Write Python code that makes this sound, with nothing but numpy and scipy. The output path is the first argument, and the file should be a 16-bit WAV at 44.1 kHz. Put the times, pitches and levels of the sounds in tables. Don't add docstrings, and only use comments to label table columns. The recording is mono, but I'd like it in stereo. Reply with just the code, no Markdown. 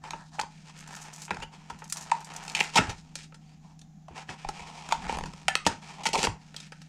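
import sys
import numpy as np
from scipy import signal
from scipy.fft import rfft, irfft
from scipy.io import wavfile

SR = 44100
rng = np.random.default_rng(int(sys.argv[2]) if len(sys.argv) > 2 else 0)


def wav_record(signal):
    frames = np.transpose(np.atleast_2d(signal))
    bounded = np.clip(frames, -1, 1)
    quanta = np.round(bounded * 32767).astype(np.int16)
    wavfile.write(sys.argv[1], SR, quanta)


N = 303408
TIME = np.arange(N) / SR

# f/Hz, relative level/dB
MACHINE_COLOUR = [(20, 2.5), (45, -6), (70, -7), (90, -12.5), (130, -9), (160, 1.5), (185, 7), (220, 0),
                  (255, -5), (300, -8), (370, -35)]
AIR_COLOUR = [(330, 3), (560, 0), (760, 15), (930, -1), (1150, -1), (2500, -5.5), (4500, -7.5),
              (7000, -1.5), (8500, -20.5), (11000, -19.5), (16000, -30)]
MACHINE_DB, AIR_DB = -57, -68
HUM_HZ, HUM_DB = 155.3, -53.5
LOW_HUM_HZ, LOW_HUM_DB = 69.4, -70

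# start t/s, length t/s, level/dB
STRAINS = [(0, 0.14, -60), (2.4, 0.91, -62), (5.07, 0.2, -41), (5.45, 0.23, -56), (6.15, 0.097, -48)]
STRAIN_ATTACK_S, STRAIN_RELEASE_S = 0.25, 0.12
# f/Hz, relative level/dB
GRIP_COLOUR = [(15, 1), (35, -12), (65, -4), (100, -21), (170, -6), (260, -15), (450, -28)]
# t/s, starting level/dB, time to fall to 1/e t/s, top f/Hz
JOLTS = [(0.413, -49, 0.024, 200), (1.313, -40, 0.039, 382), (1.386, -46, 0.064, 94),
         (1.721, -48, 0.041, 217), (2.789, -20, 0.015, 330), (2.805, -29, 0.03, 276),
         (2.881, -31.5, 0.03, 145), (4.108, -45.5, 0.027, 305), (4.287, -41.5, 0.028, 314),
         (4.459, -37, .035, 35), (4.611, -47, 0.025, 50), (5.668, -30, 0.034, 323),
         (6.058, -48, 0.019, 260), (6.154, -57, 0.035, 300), (6.276, -30, 0.032, 132)]

# start t/s, length t/s, fibre breaks per s,
# crease level/dB, then hollow, wall and fibres level/dB against the crease (all before part_db)
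STROKES = [(0.043, 0.18, 1550, -71, 19.5, 21, 6), (.27, 0.021, 1516, -78, 3, -3, 8),
           (0.342, 0.013, 1937, -68, 17.5, 16, 9), (.51, 0.12, 2500, -68, -4, 2.5, -1),
           (0.669, 0.028, 1497, -59.5, 6.5, 2.5, -1), (.76, 0.069, 383, -59, 0, 6.5, -3),
           (.88, 0.22, 411, -59, 7.5, 7.5, -4), (.935, 0.013, 600, -63, -3, 19.5, 5),
           (1.15, .085, 602, -61.5, 6.5, 4, -7), (1.33, 0.08, 1020, -66.5, 14.5, 12, 0),
           (1.534, 0.016, 3040, -57.5, 9, 5.5, -2.5), (1.6, 0.25, 1510, -65, 6.5, 4, -4),
           (1.96, 0.26, 464, -59.5, 11, 8.5, -0.5), (2.28, 0.32, 637, -55.5, 9.5, 8, -4.5),
           (2.63, 0.058, 600, -54.5, 6.5, 9, 2.5), (2.748, .015, 1500, -44.5, 2, -3, -2),
           (2.8, 0.0083, 1020, -55, 15, 25, 3), (2.84, 0.068, 998, -53, 11.5, 5, -2.5),
           (2.97, 0.025, 496, -69, 1, 7, 6), (3.05, 0.13, 997, -73, 6, 1, -2),
           (3.18, 0.048, 2000, -57.5, -11, 1, 2.5), (3.42, .13, 3000, -73.5, 3, 1, -2.5),
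           (3.63, 0.086, 3070, -76.5, 16, 5, 1.5), (4.1, 0.027, 1500, -67.5, 11, 5, -10),
           (4.169, 0.027, 2010, -51, 7.5, 5, -4), (4.299, 0.02, 2015, -50.5, 8.5, 4, -4),
           (4.39, 0.2, 1495, -58.5, 0, 4, -5), (4.575, 0.051, 2385, -53.5, 8.5, -4, -5.5),
           (4.67, .34, 1520, -56, 9, 1, -3), (5.03, 0.057, 900, -53, 11, 10.5, -4),
           (5.1, 0.057, 700, -50, 10.5, 3, -3.5), (5.2, 0.26, 587, -64.5, 7.5, 4, -0.5),
           (5.69, 0.03, 2036, -52, 6, 11.5, -4), (5.76, 0.033, 2530, -68, 7, 1, -2),
           (5.835, .11, 2476, -55.5, 8, 3.5, -2), (5.99, 0.04, 500, -57, 14.5, 0, -6),
           (6.191, 0.052, 635, -42, 5.5, 1, 0.5), (6.411, 0.2, 1000, -70, 3, 4.5, -0.5),
           (6.575, 0.084, 1000, -61.5, -10, 2, -1.5), (6.73, .14, 1190, -70.5, -11, 3, -1)]
STROKE_ATTACK_S, STROKE_RELEASE_S = 0.037, 0.069
CRINKLES_PER_S, CRINKLE_DB = 35, -10.5
SLIDE_SHARE = 0.3

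# f/Hz, relative level/dB
FLAP_COLOUR = [(110, -25), (190, 0), (320, -6.5), (500, 2.5), (620, -5), (800, -12)]
WALL_COLOUR = [(850, 3), (1100, -28), (1280, 12), (1550, 9.5), (1820, 11.5), (2300, -21.5)]
CREASE_COLOUR = [(1500, -23), (1950, -11), (2280, -0.5), (2700, -3), (3400, -9.5), (4600, -47)]
FIBRE_COLOUR = [(2600, -6.5), (3700, -0.5), (5300, 0.5), (7500, -2), (8700, -8), (9800, -11), (11000, -22),
                (14000, -28.5), (16000, -39)]
SLIDE_COLOUR = [(2600, -19), (3700, 1.5), (5300, 2.5), (7500, -2), (8700, -6.5), (9800, -12.5),
                (11000, -24.5), (14000, -30), (16000, -47)]
HOLLOW_HZ, HOLLOW_WIDTH_HZ = 865, 107
CREASE_HZ, CREASE_WIDTH_HZ = 2420, 750
CREASE_SCATTER = 0.08

# t/s, time to fall to 1/e t/s, hollow f/Hz, crease level/dB over 10 ms,
# then flap, hollow, wall and fibres level/dB against the crease (all before part_db)
SNAPS = [(.039, 0.031, 886, -46, -0.5, 9, -4, -5.5), (.1072, 0.0013, 960, -40.5, -23, -2, -6, 1),
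         (.1337, 0.0073, 883, -44, 4, 11.5, 0, -10), (.3846, 0.0066, 800, -54.5, -20, 19, 4, -3),
         (.3928, 0.0002, 870, -34.5, -4.5, -1, 3, -20), (.3962, .0026, 830, -39.5, -12, 13, 4, 3.5),
         (.413, 0.0022, 990, -47.5, 2, 12, -17, 11.5), (.433, 0.0033, 930, -55, 11, 17.5, -2, -12),
         (.928, 0.0021, 920, -61, -16, 16, -12, 3), (1.28, 0.0086, 910, -48.5, -10, 3, 1, -17),
         (1.2932, 0.0055, 875, -51, 1, 6, -5, -18), (1.3066, 0.0023, 970, -34, -4, 6.5, 0, -10.5),
         (1.3112, 0.005, 845, -35, 3.5, 3, 3.5, -13), (1.345, 0.0031, 810, -50.5, 3, -8, -5, 1),
         (1.3686, 0.0025, 835, -51.5, -10, 11, 10, -1), (1.402, .0033, 900, -55, -1, 13, 3, 1),
         (1.6996, 0.0062, 914, -48.5, 3, 13.5, 7.5, 1.5), (1.8201, 0.0084, 910, -51.5, 2.5, 9.5, 5, -18),
         (2.1157, 0.00094, 860, -31, -23, -3, -33, -6), (2.1182, 0.0014, 930, -44.5, -21, 28.5, 9.5, 1.5),
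         (2.4796, 0.0026, 980, -46.5, -28, -18, -18, 4.5), (2.4978, 0.0027, 960, -46.5, -31, -22, -22, 6.5),
         (2.5498, 0.0047, 890, -24.5, -25, -12.5, -17, -5.5),
         (2.566, 0.013, 890, -31.5, -16, -6, -20.5, -5), (2.578, .004, 815, -40.5, -30.5, -15.5, -26, -10),
         (2.591, 0.0031, 790, -32, -13, -3, -29, -11), (2.6, 0.0029, 855, -40.5, -29, -7.5, -13, 6),
         (2.6052, 0.0016, 800, -22.5, -18, -12, -34, -8.5),
         (2.6092, 0.00037, 863, -21, -10, -6.5, -21, -17), (2.8947, 0.012, 846, -38.5, -1, 3, 0, 0.5),
         (4.0828, 0.0022, 815, -62, -20, 19.5, 2, 0), (4.2902, 0.002, 840, -42, -14, -9, 2.5, -26),
         (4.448, .0021, 830, -47, 0, 15.5, -16, -11), (4.4884, 0.0032, 837, -44.5, 7.5, 15.5, 4, 5.5),
         (4.8891, 0.0019, 970, -55, 3, 13, 11, 10), (4.911, 0.0095, 1064, -38.5, -9, 2, -16, -7),
         (4.9232, 0.0036, 893, -30, -22, 12, -0.5, -0.5), (5.0952, 0.00057, 920, -38, 7, 8.5, -15, -15),
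         (5.1257, 0.00062, 870, -48.5, 12.5, 18.5, -7, 5.5), (5.1709, .0017, 840, -47.5, 10.5, 13, -1, -1),
         (5.1861, 0.0025, 870, -46.5, -6, 14.5, 4, 3), (5.2089, 0.00098, 895, -47, 7, 11, -14, -6),
         (5.2372, 0.001, 925, -46.5, 6, 9.5, 4.5, 0), (5.2578, 0.0087, 970, -50.5, -11, 11, 3, 4.5),
         (5.3352, 0.0018, 980, -53, 3, 3, -5, 1), (5.4822, 0.0028, 820, -22, -57, 0, -2, -5),
         (5.5535, 0.0011, 1010, -22.5, -12.5, -12, -3.5, -4), (5.6511, .015, 900, -39.5, -11, -15, -22, -7),
         (5.665, 0.0024, 935, -28.5, 7.5, 11, -24, 3.5), (5.67, 0.0037, 875, -36.5, -1, -7, 9, 9.5),
         (6.0351, 0.015, 850, -44.5, -4, 4, -11, 4.5), (6.0549, 0.0028, 890, -31.5, -30, 7.5, -3, -3),
         (6.089, 0.00071, 930, -42, 5, -17, -17, 3), (6.132, 0.013, 855, -32.5, -5, 1, -15, 3),
         (6.1396, 0.00022, 860, -40.5, 8, 12, -16, 4.5), (6.1544, 0.006, 823, -30, 3, 6, -16, -4.5),
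         (6.177, 0.0098, 850, -33, 4.5, -7, -17, -3), (6.1909, 0.0021, 860, -38.5, -2, -17, -18, 4.5),
         (6.2703, 0.0023, 884, -32.5, 4.5, 8.5, -5, -16)]
RIPS = [(1.42, 0.02, 890, -42.5, -1, 5, 0.5, -2), (2.756, 0.026, 866, -27.5, 1, 12, -17, 6),
        (2.77, 0.022, 880, -19.5, -17, -20, -1, -6.5), (2.782, 0.0087, 854, -24, -12, 0.5, -0.5, -13),
        (6.0605, 0.015, 880, -27, -8, -4.5, -3.5, 0.5), (6.144, 0.016, 902, -37.5, 2, 15.5, -15, 2),
        (6.229, 0.0042, 830, -33, -2, 1.5, -6, 3.5), (6.2372, .022, 910, -29.5, 4, 1.5, 1, 3.5)]
FRACTURE_SPREAD_DB = 3.0

# start t/s, length t/s, level/dB
PULLS = [(.78, 0.033, -56), (.925, .135, -50.5), (1.14, 0.06, -52), (1.21, 0.042, -51.5), (1.885, .03, -57),
         (1.96, 0.1, -57.5), (2.18, .18, -69), (2.44, .09, -53), (2.57, 0.067, -47)]
PULL_ATTACK_S, PULL_RELEASE_S, PARTINGS_PER_S = 0.035, 0.04, 800
# t/s, time to fall to 1/e t/s, level/dB over 10 ms
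POPS = [(0.876, 0.0032, -49), (1.017, 0.0052, -48), (1.132, 0.012, -45.5), (1.219, 0.0033, -41),
        (1.256, 0.00088, -50.5), (1.789, .0026, -54), (1.842, 0.0013, -48.5), (1.8993, 0.0016, -41),
        (1.924, 0.00063, -28.5), (1.9706, 0.002, -37.5), (2.01, 0.0016, -43.5), (2.024, .003, -44.5),
        (2.206, 0.0017, -53.5), (2.246, 0.0032, -45), (2.337, .002, -48), (2.3637, 0.00071, -38.5)]
# f/Hz, relative level/dB
SKIN_COLOUR = [(1200, -10.5), (3000, -12), (4600, -5), (6100, 0.5), (7300, 0), (8600, -5.5), (10500, -14),
               (12500, -18), (14500, -29.5), (16000, -35)]

# start t/s, end t/s, start f/Hz, end f/Hz, level/dB before swell and flutter
SQUEAKS = [(1.316, 1.348, 2040, 1820, -63), (1.41, 1.453, 2513, 3070, -49), (2.811, 2.895, 1720, 1610, -49),
           (3.442, 3.574, 4570, 5000, -75), (5.479, 5.555, 1747, 1695, -38.5),
           (5.548, 5.646, 1322, 1167, -47)]

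# t/s, time to fall to 1/e t/s,
# base level/dB over 10 ms, fibres level/dB against that (both before the part trims)
SCRAPS = [(3.1553, 0.0044, -41, 4.5), (3.323, 0.0018, -48.5, -24), (3.344, .0071, -48.5, -5.5),
          (3.792, .0043, -67, 10.5), (3.815, .0034, -60, 5.5), (6.543, 0.0048, -43, -11.5),
          (6.5646, 0.0018, -53.5, 15), (6.602, .0051, -50, 5), (6.667, 0.0097, -56, -2.5),
          (6.721, 0.0054, -39, -12.5), (6.817, 0.005, -51, -2)]
# trim level/dB of flap, hollow, wall, crease, fibres
SCRAP_PARTS_DB = [-12, -12, -6.5, -11, 0.5]

# f/Hz, time to fall by 60 dB t/s
ROOM_T60 = [(150, 0.094), (900, 0.3), (2500, 0.23), (7000, 0.25), (14000, 0.073)]
SIDE_TOP_HZ, CUTOFF_HZ = 11800, 15900


def from_db(db):
    return 10 ** (np.asarray(db) / 20)


def rms_one(x):
    return x / np.sqrt(np.mean(x ** 2) + 1e-20)


def at_hz(points, hz):
    f, value = np.transpose(points)
    return np.interp(np.log(hz), np.log(f), value)


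def drift(rate):
    knots = rng.standard_normal(2048)
    return np.interp(TIME * rate, np.arange(len(knots)), knots)


def response(colour, size=2048):
    hz = np.maximum(np.fft.rfftfreq(size, 1 / SR), 5)
    octaves_beyond = np.abs(np.log2(hz / np.clip(hz, colour[0][0], colour[-1][0])))
    db = np.maximum(at_hz(colour, hz) - 24 * octaves_beyond, -80)
    cepstrum = irfft(np.log(from_db(db)))
    cepstrum[1:size // 2] *= 2
    cepstrum[size // 2 + 1:] = 0
    return irfft(np.exp(rfft(cepstrum)))


def through(x, impulse):
    return signal.fftconvolve(x, impulse)[:len(x)]


def band_pass(x, low, high):
    return signal.sosfilt(signal.butter(2, [low, high], "band", fs=SR, output="sos"), x)


def noise(colour):
    return rms_one(through(rng.standard_normal(N), response(colour, size=16384)))


def add(out, s, sound):
    i = max(int(s * SR), 0)
    out[i:i + len(sound)] += sound[:N - i]


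def swell(start, length, attack, release):
    corners = np.cumsum([start - attack, attack, length, release])
    return np.interp(TIME, corners, [0, 1, 1, 0]) ** 2


def swells(table, attack, release):
    return sum(from_db(db) * swell(start, length, attack, release) for start, length, db in table)


def at_level(sound, db):
    return from_db(db) * sound / np.sqrt(np.sum(sound ** 2) / (0.01 * SR))


def background(waver_db, wander_hz):
    out = from_db(MACHINE_DB) * noise(MACHINE_COLOUR)
    out += from_db(AIR_DB) * noise(AIR_COLOUR)
    for hz, db in (HUM_HZ, HUM_DB), (LOW_HUM_HZ, LOW_HUM_DB):
        phase = 2 * np.pi * np.cumsum(hz + wander_hz * drift(3.4)) / SR
        gain = from_db(db + waver_db * drift(33))
        out += gain * np.sqrt(2) * np.sin(phase)
    return out


def jolts(size=16384):
    out, t = np.zeros(N), np.arange(size) / SR
    for s, db, decay, top_hz in JOLTS:
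        thud = band_pass(rng.standard_normal(size), top_hz / 7, top_hz)
        fade = np.exp(-t / decay)
        add(out, s, from_db(db) * rms_one(thud * fade) * np.sqrt(np.mean(fade ** 2)))
    return out + swells(STRAINS, STRAIN_ATTACK_S, STRAIN_RELEASE_S) * noise(GRIP_COLOUR)


def fractures(per_s, spread_db, size):
    chance, strength, sign = rng.random((3, size))
    sizes = from_db(spread_db * np.minimum(-np.log(1 - strength), 4))
    return (chance < per_s / SR) * sizes * np.sign(sign - 0.5)


def resonance(hz, width_hz, size=2048):
    t = np.arange(size) / SR
    ring = np.exp(-np.pi * width_hz * t) * np.sin(2 * np.pi * hz * t)
    return band_pass(ring, hz / 1.383, hz * 1.356)


def rubbing(spread_db, catch_db, part_db):
    middles = [start + length / 2 for start, length, *_ in STROKES]
    per_s = np.interp(TIME, middles, [row[2] for row in STROKES])
    clicks = rms_one(fractures(per_s, spread_db, N) / np.sqrt(per_s))
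    crinkles = from_db(CRINKLE_DB) * rms_one(fractures(CRINKLES_PER_S, spread_db, N))
    hiss = SLIDE_SHARE * rng.standard_normal(N)
    push = (clicks + crinkles + hiss) * from_db(catch_db * drift(110))
    parts = (response(FLAP_COLOUR), resonance(HOLLOW_HZ, width_hz=270), response(WALL_COLOUR),
             response(CREASE_COLOUR), response(SLIDE_COLOUR))
    shapes, levels = [], []
    for start, length, _, db, hollow, wall, fibre in STROKES:
        shapes.append(swell(start, length, STROKE_ATTACK_S, STROKE_RELEASE_S))
        levels.append(db + np.array([hollow / 2, hollow, wall, 0, fibre]) + part_db)
    gains = from_db(levels).T @ np.array(shapes)
    return sum(gain * rms_one(through(push, part)) for gain, part in zip(gains, parts))


def avalanche(length, per_s, hold, lead, size=3072):
    t = np.arange(size) / SR
    fade = np.exp(-(t / max(length, 1e-4)) ** hold)
    push = fractures(per_s, FRACTURE_SPREAD_DB, size) * fade
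    push[0] += lead * np.sqrt(np.sum(push ** 2)) + 1e-6
    return push


def bounces(strength, count=6, size=256):
    delay, sign = rng.random((2, count))
    impulse = np.zeros(size)
    impulse[0] = 1
    places = ((0.0003 + 0.0035 * delay) * SR).astype(int)
    impulse[places] = strength * np.sign(sign - 0.5)
    return impulse


def shake(push, hollow_hz, levels, kick):
    crease_hz = CREASE_HZ * (1 + CREASE_SCATTER * (rng.random() - 0.5))
    crease = resonance(crease_hz, CREASE_WIDTH_HZ)
    crack = through(response(FIBRE_COLOUR), bounces(strength=0.24))
    puff = push + kick * np.sqrt(np.sum(push ** 2)) * signal.unit_impulse(len(push))
    parts = (through(push, response(FLAP_COLOUR)),
             through(puff, resonance(hollow_hz, HOLLOW_WIDTH_HZ)),
             through(push, response(WALL_COLOUR)),
             through(push, crease),
             through(push, crack))
    return sum(at_level(part, db) for part, db in zip(parts, levels))


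def breaks(table, per_s, hold, lead, kick, part_db):
    out = np.zeros(N)
    for s, length, hollow_hz, db, flap, hollow, wall, fibre in table:
        levels = db + np.array([flap, hollow, wall, 0, fibre]) + part_db
        push = avalanche(length, per_s, hold, lead)
        add(out, s, shake(push, hollow_hz, levels, kick))
    return out


def peeling(spread_db, catch_db):
    skin = response(SKIN_COLOUR)
    ticks = fractures(PARTINGS_PER_S, spread_db, N) * from_db(catch_db * drift(90))
    out = swells(PULLS, PULL_ATTACK_S, PULL_RELEASE_S) * rms_one(through(ticks, skin))
    for s, length, pop_db in POPS:
        push = avalanche(length, per_s=26000, hold=0.46, lead=0.43)
        pop = through(through(push, skin), bounces(strength=0.3))
        add(out, s, at_level(pop, pop_db))
    return out


def squeaks(waver, flutter_db):
    out = np.zeros(N)
    pitch = 1 + waver * drift(400)
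    flutter = from_db(flutter_db * drift(120))
    for start, end, start_hz, end_hz, db in SQUEAKS:
        at = np.flatnonzero((TIME > start) & (TIME < end))
        along = np.linspace(0, 1, len(at))
        hz = (start_hz + (end_hz - start_hz) * along) * pitch[at]
        gain = from_db(db) * flutter[at] * np.sqrt(8 * along * (1 - along))
        out[at] += gain * np.sin(2 * np.pi * np.cumsum(hz) / SR)
    return out


def scraps(per_s, hold, lead):
    out = np.zeros(N)
    for s, length, db, fibre in SCRAPS:
        levels = db + np.array([0, 0, 0, 0, fibre]) + SCRAP_PARTS_DB
        push = avalanche(length, per_s, hold, lead)
        add(out, s, shake(push, HOLLOW_HZ, levels, kick=0))
    return out


def room(x, wet_db, gap_s, size=24000):
    t, edges = np.arange(size) / SR, np.geomspace(70, 18000, 9)
    tail = np.zeros(size)
    for low, high in zip(edges, edges[1:]):
        band = band_pass(rng.standard_normal(size), low, high)
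        fade = from_db(-60 * t / at_hz(ROOM_T60, np.sqrt(low * high)))
        band *= fade * (1 - np.exp(-(t / gap_s) ** 2))
        tail += band * np.sqrt((high - low) / (SR / 2) / np.sum(band ** 2))
    return from_db(wet_db) * through(x, tail)


def scene():
    card = rubbing(spread_db=1.5, catch_db=2.0, part_db=[-6, -1.8, -5.0, 1.8, 4.06])
    card += breaks(SNAPS, per_s=8000, hold=1.0, lead=0.38, kick=0.46,
                   part_db=[-2.6, -1.5, -0.99, -0.81, -0.3])
    card += breaks(RIPS, per_s=3300, hold=4.5, lead=0.1, kick=0.12,
                   part_db=[-1.0, -0.8, -0.4, -0.1, 0.35])
    card += peeling(spread_db=5.5, catch_db=2.0)
    card += squeaks(waver=0.055, flutter_db=5.0)
    card += scraps(per_s=5900, hold=0.9, lead=0.4)
    mid = card + room(card, wet_db=-10.5, gap_s=0.00502)
    mid += jolts() + background(waver_db=0.9, wander_hz=1.46)
    high_pass = signal.butter(10, SIDE_TOP_HZ, "high", fs=SR, output="sos")
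    top = signal.sosfilt(high_pass, card)
    slope = np.diff(card, prepend=0)
    side = room(slope, wet_db=-47, gap_s=0.003) + room(top, wet_db=-4.0, gap_s=0.003)
    return np.array([mid + side, mid - side])


def record(dry):
    return signal.sosfilt(signal.ellip(10, 0.1, 80, CUTOFF_HZ, fs=SR, output="sos"), dry)


dry = scene()
out = record(dry)
wav_record(out)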